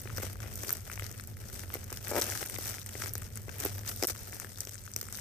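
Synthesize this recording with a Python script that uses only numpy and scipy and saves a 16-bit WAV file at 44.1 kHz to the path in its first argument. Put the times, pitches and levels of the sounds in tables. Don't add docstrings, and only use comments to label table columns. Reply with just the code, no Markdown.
import sys
import numpy as np
from scipy import signal
from scipy.fft import rfft, irfft
from scipy.io import wavfile

SR = 44100
rng = np.random.default_rng(int(sys.argv[2]) if len(sys.argv) > 2 else 0)


def decibels_to_gain(level_db):
    exponent = np.asarray(level_db, float) / 20
    return 10 ** exponent


def dump_mix(stems):
    frames = np.atleast_2d(stems).T
    limited = np.clip(frames, -1, 1)
    pcm = np.round(limited * 32767).astype(np.int16)
    wavfile.write(sys.argv[1], SR, pcm)


N = 229577

# low_hz, high_hz
BANDS_HZ = [
    (3400, 11000),
    (11000, 17000),
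    (950, 3400),
    (220, 950),
]
# start_s, body_db, sizzle_db, knock_db, pitch_hz
LOUD_SNAPS = [(.1722, -27, -28, -38, 5750), (.233, -26, -24, -45, 7100), (.693, -18.5, -16, -30, 6250),
              (.7052, -21, -15.5, -26.5, 7260), (.7275, -42, -10, -53, 8800), (1.74, -38, -15.5, -36, 6600),
              (1.9271, -24.5, -24, -34.5, 7100), (2.214, -15, -15, -47, 6840),
              (2.2203, -11.5, -21, -26.5, 4860), (2.3, -18.5, -39, -43, 6340),
              (2.4976, -23.5, -23, -34, 9000), (2.8621, -25, -25, -39, 9050), (3.0201, -27, -32, -24, 7050),
              (3.1536, -21, -21, -32.5, 6000), (3.6026, -21.5, -19, -37.5, 7150),
              (3.6513, -31, -14, -38, 7160), (4.0256, -16, -20, -25.5, 6170),
              (4.0354, -15.5, -18, -34, 5700), (4.0443, -19.5, -29, -26.5, 5500),
              (4.0717, -15, -7.5, -61, 8950), (4.0976, -27, -20, -33, 7300),
              (4.3993, -23.5, -22, -35, 7200), (4.6054, -16, -21.5, -60, 6500),
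              (4.9628, -15, -17.5, -30.5, 6600)]
# start_s, film_db, knock_db
CRACKS = [(0.182, -36, -35), (0.4333, -45, -38.5), (0.5563, -25, -58), (.634, -23, -36), (0.682, -24, -47),
          (0.7694, -30, -43), (0.899, -37, -31), (.996, -29.5, -25.5), (1.022, -35, -36), (1.032, -31, -45),
          (1.0648, -27.5, -39), (1.114, -31, -44), (1.1975, -33.5, -33), (1.594, -32, -36.5),
          (1.769, -42, -40), (1.9723, -27, -36), (2.114, -39, -42), (2.165, -22, -37), (2.227, -28, -52),
          (3, -36, -42), (3.0593, -29, -30.5), (3.068, -28.5, -53), (3.093, -28.5, -52), (3.3735, -25, -39),
          (3.8867, -27, -60), (3.8948, -26.5, -34.5), (4.0503, -20.5, -35), (4.1056, -28, -40),
          (5.013, -21.5, -37), (5.126, -23, -43)]
# start_s, body_db, knock_db
MUFFLED = [(0.074, -50, -34), (0.101, -39, -34), (0.356, -60, -40), (.403, -32.5, -37), (0.976, -48, -33),
           (1.126, -36, -68), (1.7023, -48, -33.5), (1.904, -27, -46), (2.2446, -28, -45),
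           (2.353, -42, -32), (2.4103, -43, -34), (2.4283, -46, -29), (2.5618, -50, -30.5),
           (2.783, -47, -35), (2.8913, -26, -37), (2.953, -50, -35), (3.2204, -29.5, -35.5),
           (3.3567, -23, -46), (3.4923, -60, -32.5), (3.9163, -39, -33.5), (4.1607, -49, -40),
           (4.329, -43, -36.5), (4.6718, -30, -35.5), (4.7547, -31, -41), (4.877, -41, -37),
           (4.937, -27, -60), (5.0858, -31, -37.5), (5.1463, -27, -39), (5.153, -26, -48),
           (5.204, -24, -38)]
# start_s, sizzle_db
SPARKS = [(.017, -25.5), (0.538, -26), (0.991, -38), (1.2735, -27), (2.082, -19.5), (2.106, -19),
          (2.1806, -27), (2.182, -31), (2.461, -20.5), (2.585, -23), (2.6978, -24), (3.136, -17.5),
          (3.1798, -22), (3.584, -27), (3.601, -23), (3.6763, -28), (3.9007, -27), (4.0798, -17),
          (4.346, -27), (4.651, -30), (5.1728, -26), (5.187, -31)]
# start_s, peak_db
KNOCKS = [(0.0568, -41), (0.1815, -25.5), (0.209, -38), (0.4294, -33.5), (0.9157, -30.5), (1.042, -37),
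          (1.1068, -43), (1.142, -42), (1.3692, -41), (1.439, -41), (1.499, -38), (1.5545, -38),
          (1.6356, -33), (1.8178, -59), (1.8512, -56), (2.071, -30), (2.083, -43), (2.2417, -38),
          (2.275, -34), (2.2907, -30), (2.3218, -25.5), (3.7818, -33), (3.834, -39.5), (3.8492, -39),
          (3.8768, -41), (4.001, -45), (4.151, -34), (4.274, -36), (4.4194, -35), (4.4459, -33)]
# start_s, peak_db
TICKS = [(0.251, -27), (.5663, -34), (0.957, -25), (1.2378, -27), (1.498, -46), (2.1284, -34),
         (2.1993, -16), (2.511, -28), (2.522, -29), (3.217, -30), (3.232, -27), (4.148, -30), (4.1807, -33),
         (4.191, -27.5), (4.235, -36), (4.323, -31), (4.585, -25), (4.693, -23), (4.7352, -26.5),
         (4.854, -30), (4.916, -31), (4.941, -41), (4.994, -29), (5.029, -25), (5.067, -31), (5.0436, -34),
         (5.0543, -29), (5.1063, -39), (4.9762, -33)]
# start_s, body_db, sizzle_db
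FINE = [(0.0339, -36, -43), (0.1647, -33.5, -41), (0.2997, -39, -44), (0.3307, -40, -31),
        (0.4749, -39, -41), (0.577, -37, -38), (0.67, -30, -42), (0.718, -41, -26), (0.8067, -41, -43),
        (0.843, -45, -48), (0.8513, -40, -40), (0.8536, -36, -43), (0.9282, -30.5, -46), (0.9342, -34, -40),
        (1.0068, -45, -38), (1.0423, -31, -38), (1.0917, -42, -44), (1.178, -37, -52), (1.1851, -45, -46),
        (1.2096, -34, -46), (1.2998, -45, -49), (1.3413, -44, -51), (1.6216, -38, -40), (1.6256, -38, -44),
        (1.6393, -46, -42), (1.6562, -53, -44), (1.807, -50, -45), (1.8287, -54, -50), (1.842, -37, -32),
        (1.9597, -40, -39), (2.0474, -31, -37), (2.115, -30, -27), (2.276, -36, -45), (2.3538, -27, -40),
        (2.4087, -36, -33), (2.632, -28, -34), (2.6603, -34, -36), (2.698, -30, -33), (2.7415, -30, -42),
        (2.7641, -38, -37), (2.8158, -30, -34), (2.8296, -37, -46), (2.8428, -41, -44), (2.9333, -33, -32),
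        (2.9872, -40, -42), (3.0366, -28, -45), (3.0403, -27.5, -36), (3.0817, -37, -31), (3.087, -34, -39),
        (3.1744, -40, -42), (3.243, -38, -41), (3.3246, -42, -41), (3.4503, -48, -50), (3.4826, -43, -47),
        (3.5151, -38, -49), (3.8773, -25, -36), (3.8835, -30, -43), (4.0773, -29, -26), (4.1068, -27, -29),
        (0.0051, -32.5, -43), (0.5658, -44, -35), (0.647, -38, -32), (0.9908, -48, -34),
               (1.1621, -52, -45), (1.4019, -41, -43), (1.5425, -39, -29), (1.6932, -42, -35),
               (1.962, -37, -34), (2.1837, -34, -19), (2.5861, -32, -26), (2.6128, -42, -31),
               (2.796, -45, -33), (3.016, -28, -32), (3.275, -47, -43), (3.4182, -39, -36),
               (3.4315, -45, -42), (3.457, -42, -47), (3.4739, -54, -43), (3.649, -31, -22),
               (3.7273, -48, -37), (3.7429, -37, -40), (3.792, -31, -40), (3.8906, -28, -32),
               (3.9276, -42, -37), (3.9624, -37, -28), (3.982, -35, -35), (4.023, -39, -35),
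               (4.0869, -27, -23), (4.2014, -47, -44), (4.219, -40, -46), (4.232, -40, -32),
               (4.2443, -42, -44), (4.2547, -41, -44), (4.263, -45, -41), (4.2969, -45, -40),
               (4.2971, -46, -43), (4.3227, -40, -34), (4.3596, -40, -44), (4.416, -37, -43),
               (4.4361, -40, -44), (4.4674, -42, -46), (4.4929, -50, -52), (4.558, -35, -43),
               (4.574, -33.5, -37), (4.5914, -48, -43), (4.6296, -48, -44), (4.6512, -32, -38),
               (4.7143, -40, -48), (4.7438, -30, -50), (4.7802, -35, -47), (4.7863, -38, -50),
               (4.792, -42, -56), (4.8101, -43, -53), (4.8379, -36, -46), (4.8642, -33, -61),
               (4.8716, -44, -49), (4.9034, -50, -45), (4.9035, -51, -45), (4.943, -35, -44)]
# start_s, knock_db
DENTS = [(0.0604, -41), (0.0962, -34.5), (0.2715, -40), (0.2994, -39), (0.337, -43), (0.4631, -42),
         (0.6054, -40), (0.647, -32), (0.7532, -40), (0.8546, -56), (1.148, -45), (1.4013, -45),
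         (1.417, -46), (1.6716, -50), (1.735, -34), (1.901, -39), (2.0368, -45), (2.0446, -43),
         (2.0743, -40), (2.082, -40), (2.1637, -24), (2.3563, -38), (2.4607, -33), (2.5343, -42),
         (2.6433, -39), (2.6594, -33.5), (2.7322, -39), (2.7415, -33), (2.963, -43), (3.0165, -39),
         (3.0366, -29), (3.094, -44), (3.1798, -43), (3.3146, -49), (3.3679, -45), (3.4383, -53),
         (3.6687, -35), (3.879, -43), (4.085, -32.5), (4.4694, -41), (4.608, -42), (4.7788, -45),
         (4.864, -43), (5.1236, -43), (5.1871, -33.5)]
# middle_s, half_length_s, body_db, knock_above_body_db
MOVES = [(0.01, 0.068, -53, -1), (0.212, 0.081, -49, 1.5), (0.446, 0.071, -55.5, 3.5),
         (0.605, 0.082, -52, -3.5), (0.722, 0.086, -46.5, -0.5), (0.912, 0.07, -55.5, 1),
         (1.042, 0.039, -50, -0.5), (1.153, 0.14, -59.5, 2.5), (1.552, 0.066, -51.5, -1.5),
         (1.747, 0.031, -50, 0.5), (1.88, 0.33, -57.5, 2.1), (2.238, 0.11, -40.5, 1),
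         (2.303, 0.26, -50, -2), (2.547, 0.18, -48.5, -2), (2.69, 0.067, -43.5, -3), (2.83, 0.13, -55, -2),
         (3.025, 0.059, -47, -1.5), (3.17, 0.23, -56, 0.5), (3.53, 0.063, -56, 3.5), (3.654, 0.048, -45, 1),
         (3.766, 0.056, -51, -2), (3.898, 0.03, -45, -3), (3.977, 0.056, -50, -8.5),
         (4.078, 0.031, -40.5, -8), (4.38, 0.28, -53.5, -2.1), (4.704, 0.12, -53.5, -5),
         (5.026, 0.054, -52, -4), (5.2, 0.071, -47, -3)]
# middle_s, change_db
SURGES = [(.01, 0), (.155, 1), (.235, 7), (.258, 1.5), (.39, -6.5), (.47, 0), (.531, 1.5), (.807, -5),
          (.842, -2.5), (0.927, 8), (.961, 2), (1.102, -3), (1.267, -2.5), (1.351, -2), (1.417, 5),
          (1.447, 3), (1.52, 3), (1.593, 3), (1.746, 3.5), (1.85, -8.5), (1.939, 4), (2.015, -3.5),
          (2.044, 3), (2.346, 2.5), (2.585, -4), (2.843, -4), (3.126, -4.5), (3.244, 2), (3.307, -2),
          (3.625, -1.5), (3.663, 4), (3.705, -1.5), (3.776, -1.5), (4.167, 1.5), (4.271, -2), (4.505, -1),
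          (4.663, -8), (4.724, -1.5), (4.791, -4), (4.832, -3), (5.139, 1)]
# start_s, level_db
SLIPS = [(.056, -33), (0.182, -32.5), (0.186, -35), (.2, -34.5), (0.2327, -29), (.244, -32.5),
         (0.441, -34.5), (0.458, -37), (0.636, -34.5), (0.683, -36), (1.022, -35.5), (1.754, -29.5),
         (1.768, -37.5), (1.92, -33.5), (2.2147, -28.5), (2.294, -32.5), (2.426, -30.5), (2.5866, -29),
         (2.953, -31), (3.038, -34), (3.06, -44), (3.154, -36.5), (3.482, -31.5), (4.084, -36),
         (4.1008, -31.5), (4.329, -39.5), (4.446, -38), (4.671, -38), (4.963, -34.5), (5.028, -37.5)]
# pitch_hz, level_db, t60_s
WALL_MODES = [(409, -5.5, 0.038), (534, 5.5, 0.012), (630, -8.5, 0.012), (803, 4.5, 0.012),
              (1100, -1, 0.018), (1430, 3.5, 0.0048), (2050, 0.5, 0.023)]
# start_s, level_db
LONG_PULL = [(2.1137, -25), (2.1173, -25.5), (2.1222, -25), (2.1342, -25), (2.147, -24), (2.1555, -21),
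             (2.163, -22), (2.1694, -22), (2.1748, -22), (2.178, -25), (2.1816, -29), (2.1837, -24),
             (2.1865, -21), (2.1895, -26), (2.1918, -28), (2.1937, -27)]
SOFT_PULL = [(3.6516, -22), (3.659, -26), (3.6615, -23)]
LAST_PULL = [(4.0263, -23), (4.036, -23), (4.044, -28), (4.05, -28.5)]
# pitch_factor, contact_cutoff_hz, slack_low_mode_db, taut_middle_modes_db, bass_edge_hz
GRIPS = [
    (1.12, 2500, -4, 4.5, 310),
    (0.99, 1100, 0, -4, 235),
    (0.96, 2800, 6, 5, 260),
]
# time_s, level_db
HUM = [(0.0, -45), (0.13, -41), (0.29, -45.5), (0.33, -43.5), (0.93, -49), (0.98, -46), (2.92, -48.5),
       (3.19, -43.5), (3.3, -47), (4.02, -45.5), (4.08, -52), (4.13, -47.5), (4.72, -52), (5.2, -48)]
# frequency_hz, density_db (per Hz)
HUM_SHAPE = [(7.1, -56), (12, -46), (38, -7), (80, -4.5), (102, 6.5), (123, -7), (157, -14.5), (221, -11),
             (283, -27), (392, -21.5), (600, -27), (780, -101), (1320, -120)]
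# frequency_hz, left_db, right_db
PORTS = [(300, 1.5, -2), (630, 0.5, -5), (1044, -7.5, -18.5), (1370, -2, -5.5), (1970, -1.75, -13),
         (2700, -6, -18), (4100, -6.5, -15), (5760, 1, -7.5), (7600, -4.5, -12.5), (7560, 0.5, -16.5),
         (9950, -3.5, -11), (11600, -10, -7), (13900, -8.5, 2)]
# middle_s, dip_db
DUCKS = [(2.207, -9), (4.060, -10), (4.067, -26), (3.149, -5)]
# frequency_hz, level_db
TOP_EDGE = [(14550, 0.1), (14900, -24), (15600, -37), (16300, -58), (16700, -80)]

RISE_S, SNAP_T60S = .0004, (.0026, .002, .006)
FLUTTER_DB, FLUTTER_T60 = -20, .022
KNOCK_HZ, KNOCK_SPREAD_HZ, KNOCK_WIDTH_HZ, KNOCK_SKIRT_DB = 1790, 510, 880, -6.5
CREASE_HZ, CREASE_SPREAD_HZ = 6590, 2140
MUFFLE_DB, SPARK_BODY_DB, SPARK_KNOCK_DB, SPARK_HZ = -14, -9.5, -48, 8200
KNOCK_TRIM_DB, KNOCK_FILM_DB = -2.5, -2
FINE_TRIM_DB, FINE_KNOCK_DB, DENT_TRIM_DB, DENT_FILM_DB = 1.5, -19.5, -3, -10
REST_DB, REST_KNOCK_DB, SIZZLE_UNDER_DB = -61.5, -61, -2
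CLUMP_HZ, CLUMP_DB = 23.8, 0.93
RUMBLE_FOLLOWS = 0.86
SURGE_S, DUCK_S = 0.012, .0035


def in_time(rows):
    s, *columns = np.transpose(rows)
    return np.array([np.interp(np.arange(N) / SR, s, c) for c in columns])


def rms_one(x):
    return x / np.sqrt(np.mean(x ** 2) + 1e-20)


def band(x, edges_hz):
    return signal.sosfilt(signal.butter(3, edges_hz, "band", fs=SR, output="sos"), x)


def drift(rate_hz):
    r = np.exp(-2 * np.pi * rate_hz / SR)
    noise = rng.standard_normal(N + 9000)
    return rms_one(signal.lfilter([1], [1, -2 * r, r * r], noise)[9000:])


def ring(clicks, hz, t60):
    r, w = decibels_to_gain(-60 / (t60 * SR)), 2 * np.pi * hz / SR
    return signal.lfilter([0, np.sin(w)], [1, -2 * r * np.cos(w), r * r], clicks + 1e-18)


def two_ears(mid, side, alike):
    alike = np.clip(alike, 0, 1)
    return np.sqrt((1 + alike) / 2) * mid + np.sqrt((1 - alike) / 2) * side * [[1], [-1]]


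def snaps(rows, trim_db=(4, 6, 8), alike=(.3, .05, .6), width_hz=1500, skirt_db=-14, crack=2.93):
    size = 900
    rows, t = np.array(rows), np.arange(size) / SR
    mid, side = rng.standard_normal((len(rows), 2, 1, size)).swapaxes(0, 1)
    flip = round(RISE_S * SR)
    mid[..., flip] += crack
    side[..., flip] -= crack
    at = np.round((rows[:, :1] - RISE_S / 2) * SR).astype(int) + np.arange(size)

    hz = np.fft.rfftfreq(size, 1 / SR)
    body_colour = decibels_to_gain(skirt_db) + np.exp(-((hz - rows[:, 4:]) / width_hz) ** 2 / 2)
    knock_hz = KNOCK_HZ + KNOCK_SPREAD_HZ * np.clip(rng.standard_normal((len(rows), 1)), -2, 2)
    knock_colour = decibels_to_gain(KNOCK_SKIRT_DB) + np.exp(-((hz - knock_hz) / KNOCK_WIDTH_HZ) ** 2 / 2)
    colours = [body_colour, None, knock_colour]

    out = np.zeros((2, N + size))
    flutter = decibels_to_gain(FLUTTER_DB - 60 * t / FLUTTER_T60)
    for k, colour in enumerate(colours):
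        shape = np.minimum(t / RISE_S, 1) ** 2 * (decibels_to_gain(-60 * t / SNAP_T60S[k]) + flutter)
        burst = band(two_ears(mid, side, alike[k]) * shape, BANDS_HZ[k])
        if colour is not None:
            burst = irfft(rfft(burst) * colour[:, None], size)
        peak = np.abs(burst).max(axis=2, keepdims=True)
        burst = burst / peak * decibels_to_gain(rows[:, k + 1] + trim_db[k])[:, None, None]
        for c in range(2):
            out[c] += np.bincount(at.ravel(), burst[:, c].ravel(), N + size)
    return out[:, :N]


def with_pitch(small):
    chance = np.clip(rng.standard_normal(len(small)), -1.5, 1.5)
    return [(*row, hz) for row, hz in zip(small, CREASE_HZ + CREASE_SPREAD_HZ * chance)]


def creases():
    small = [(s, db, db, knock) for s, db, knock in CRACKS]
    small += [(s, db, db + MUFFLE_DB, knock) for s, db, knock in MUFFLED]
    small += [(s, db + KNOCK_FILM_DB, db + KNOCK_FILM_DB, db + KNOCK_TRIM_DB) for s, db in KNOCKS]
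    sparks = [(s, db + SPARK_BODY_DB, db, db + SPARK_KNOCK_DB, SPARK_HZ) for s, db in SPARKS]
    return LOUD_SNAPS + with_pitch(small) + sparks


def ticks(tick_db=(-6, -6, -20), tick_hz=7000):
    return [(s, *(peak_db + np.array(tick_db)), tick_hz) for s, peak_db in TICKS]


def faint_creases():
    small = [(s, body_db + FINE_TRIM_DB, sizzle_db + FINE_TRIM_DB, body_db + FINE_KNOCK_DB)
             for s, body_db, sizzle_db in FINE]
    small += [(s, db + DENT_FILM_DB, db + DENT_FILM_DB, db + DENT_TRIM_DB) for s, db in DENTS]
    return with_pitch(small)


def rustle(per_s=650, spread_db=0.0, colour_db=5, grain_s=(.0003, .0003, .0006, .0015),
           hiss_db=(-2.5, -2.5, -3, -4), trim_db=(5.5, 6.5, 2.2, -1.5), alike=(.1, .02, .4, .5)):
    out, clumps = 0, drift(CLUMP_HZ)
    body_db, sizzle_db, knock_db = stirring() + surges()
    rumble_db = REST_KNOCK_DB + RUMBLE_FOLLOWS * (knock_db - REST_KNOCK_DB)
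    born = rng.random(N) < per_s * decibels_to_gain(2 * CLUMP_DB * clumps) / SR
    sizes = born * decibels_to_gain(spread_db * np.minimum(rng.exponential(1, N), 3.5))
    for k, level_db in enumerate([body_db, sizzle_db, knock_db, rumble_db]):
        coloured = sizes * decibels_to_gain(colour_db * np.clip(rng.standard_normal(N), -3, 1.5))
        r = np.exp(-1 / (grain_s[k] * SR))
        puffs = rms_one(signal.lfilter([1], [1, -2 * r, r * r], coloured)) + decibels_to_gain(hiss_db[k])
        mid, side = rms_one(band(puffs * rng.standard_normal((2, N)), BANDS_HZ[k]))
        gain = decibels_to_gain(level_db + trim_db[k] + CLUMP_DB * (clumps + drift(18)))
        out = out + gain * two_ears(mid, side, alike[k])
    return out


def stirring():
    s, half, body_db, knock_db = np.transpose(MOVES)[:, :, None]
    swell = np.exp(-((np.arange(N) / SR - s) / half) ** 2)
    body = 10 * np.log10(decibels_to_gain(2 * REST_DB) + (swell * decibels_to_gain(2 * body_db)).sum(axis=0))
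    knock = 10 * np.log10(decibels_to_gain(2 * REST_KNOCK_DB) + (swell * decibels_to_gain(2 * (body_db + knock_db))).sum(axis=0))
    return np.array([body, body + SIZZLE_UNDER_DB, knock])


def surges():
    s, change_db = np.transpose(SURGES)[:, :, None]
    coarse = np.arange(0, N, 32) / SR
    swells_db = (change_db * np.exp(-((coarse - s) / SURGE_S) ** 2)).sum(axis=0)
    return np.interp(np.arange(N) / SR, coarse, swells_db)


def creak(rows, tension=0.99, contact_hz=2800, slack_db=-0.5, taut_db=-0.7, edge_hz=260,
          uneven_db=2.0, trim_db=-8):
    rows, out = np.array(rows), np.zeros(N)
    at = np.round(rows[:, 0] * SR).astype(int)
    grip_db = [slack_db, 0, taut_db, taut_db, 0, 0, 0]
    scatter = rng.standard_normal((len(rows), len(WALL_MODES)))
    for k, (hz, level_db, t60) in enumerate(WALL_MODES):
        clicks = np.zeros(N)
        clicks[at] = decibels_to_gain(rows[:, 1] + level_db + trim_db + uneven_db * scatter[:, k] + grip_db[k])
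        out += ring(clicks, hz * tension, t60)
    return band(out, [edge_hz, contact_hz])


def pulls():
    runs = [LONG_PULL, SOFT_PULL, LAST_PULL]
    return sum(creak(rows, *grip, uneven_db=0.0) for rows, grip in zip(runs, GRIPS))


def hum(alike=(.72, .82, .5), trim_db=2.0):
    hz, shape = np.fft.rfftfreq(N, 1 / SR) + 1, np.array(HUM_SHAPE)
    colour = decibels_to_gain(np.interp(np.log(hz), np.log(shape[:, 0]), shape[:, 1]))
    mid, side = rfft(rng.standard_normal((2, N))) * colour
    drone = irfft(two_ears(mid, side, np.interp(hz, [30, 100, 180], alike)), N)
    return decibels_to_gain(in_time(HUM) + trim_db) * rms_one(drone)


def ports(x):
    table, hz = np.array(PORTS), np.linspace(0, SR / 2, 513)
    out = []
    for c in range(2):
        power = decibels_to_gain(2 * np.interp(hz, table[:, 0], table[:, c + 1]))
        taps = signal.minimum_phase(signal.firwin2(511, hz, power, fs=SR))
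        out.append(signal.lfilter(taps, 1, x[c]))
    return np.array(out)


def scene():
    film = snaps(creases() + ticks()) + rustle() + creak(SLIPS) + pulls() + snaps(faint_creases())
    left, right = ports(film) + hum()
    return np.array([left, np.roll(right, 2)])


def band_limit(x):
    return signal.sosfilt(signal.butter(12, 15970, fs=SR, output="sos"), x)


def record(dry):
    t = np.arange(N) / SR
    gain_db = sum(dip_db * np.exp(-((t - s) / DUCK_S) ** 2) for s, dip_db in DUCKS)
    slope_db = np.interp(np.fft.rfftfreq(N, 1 / SR), *np.transpose(TOP_EDGE))
    mix = irfft(rfft(dry * decibels_to_gain(gain_db)) * decibels_to_gain(slope_db), N)
    return band_limit(mix)


dry = scene()
out = record(dry)
dump_mix(out)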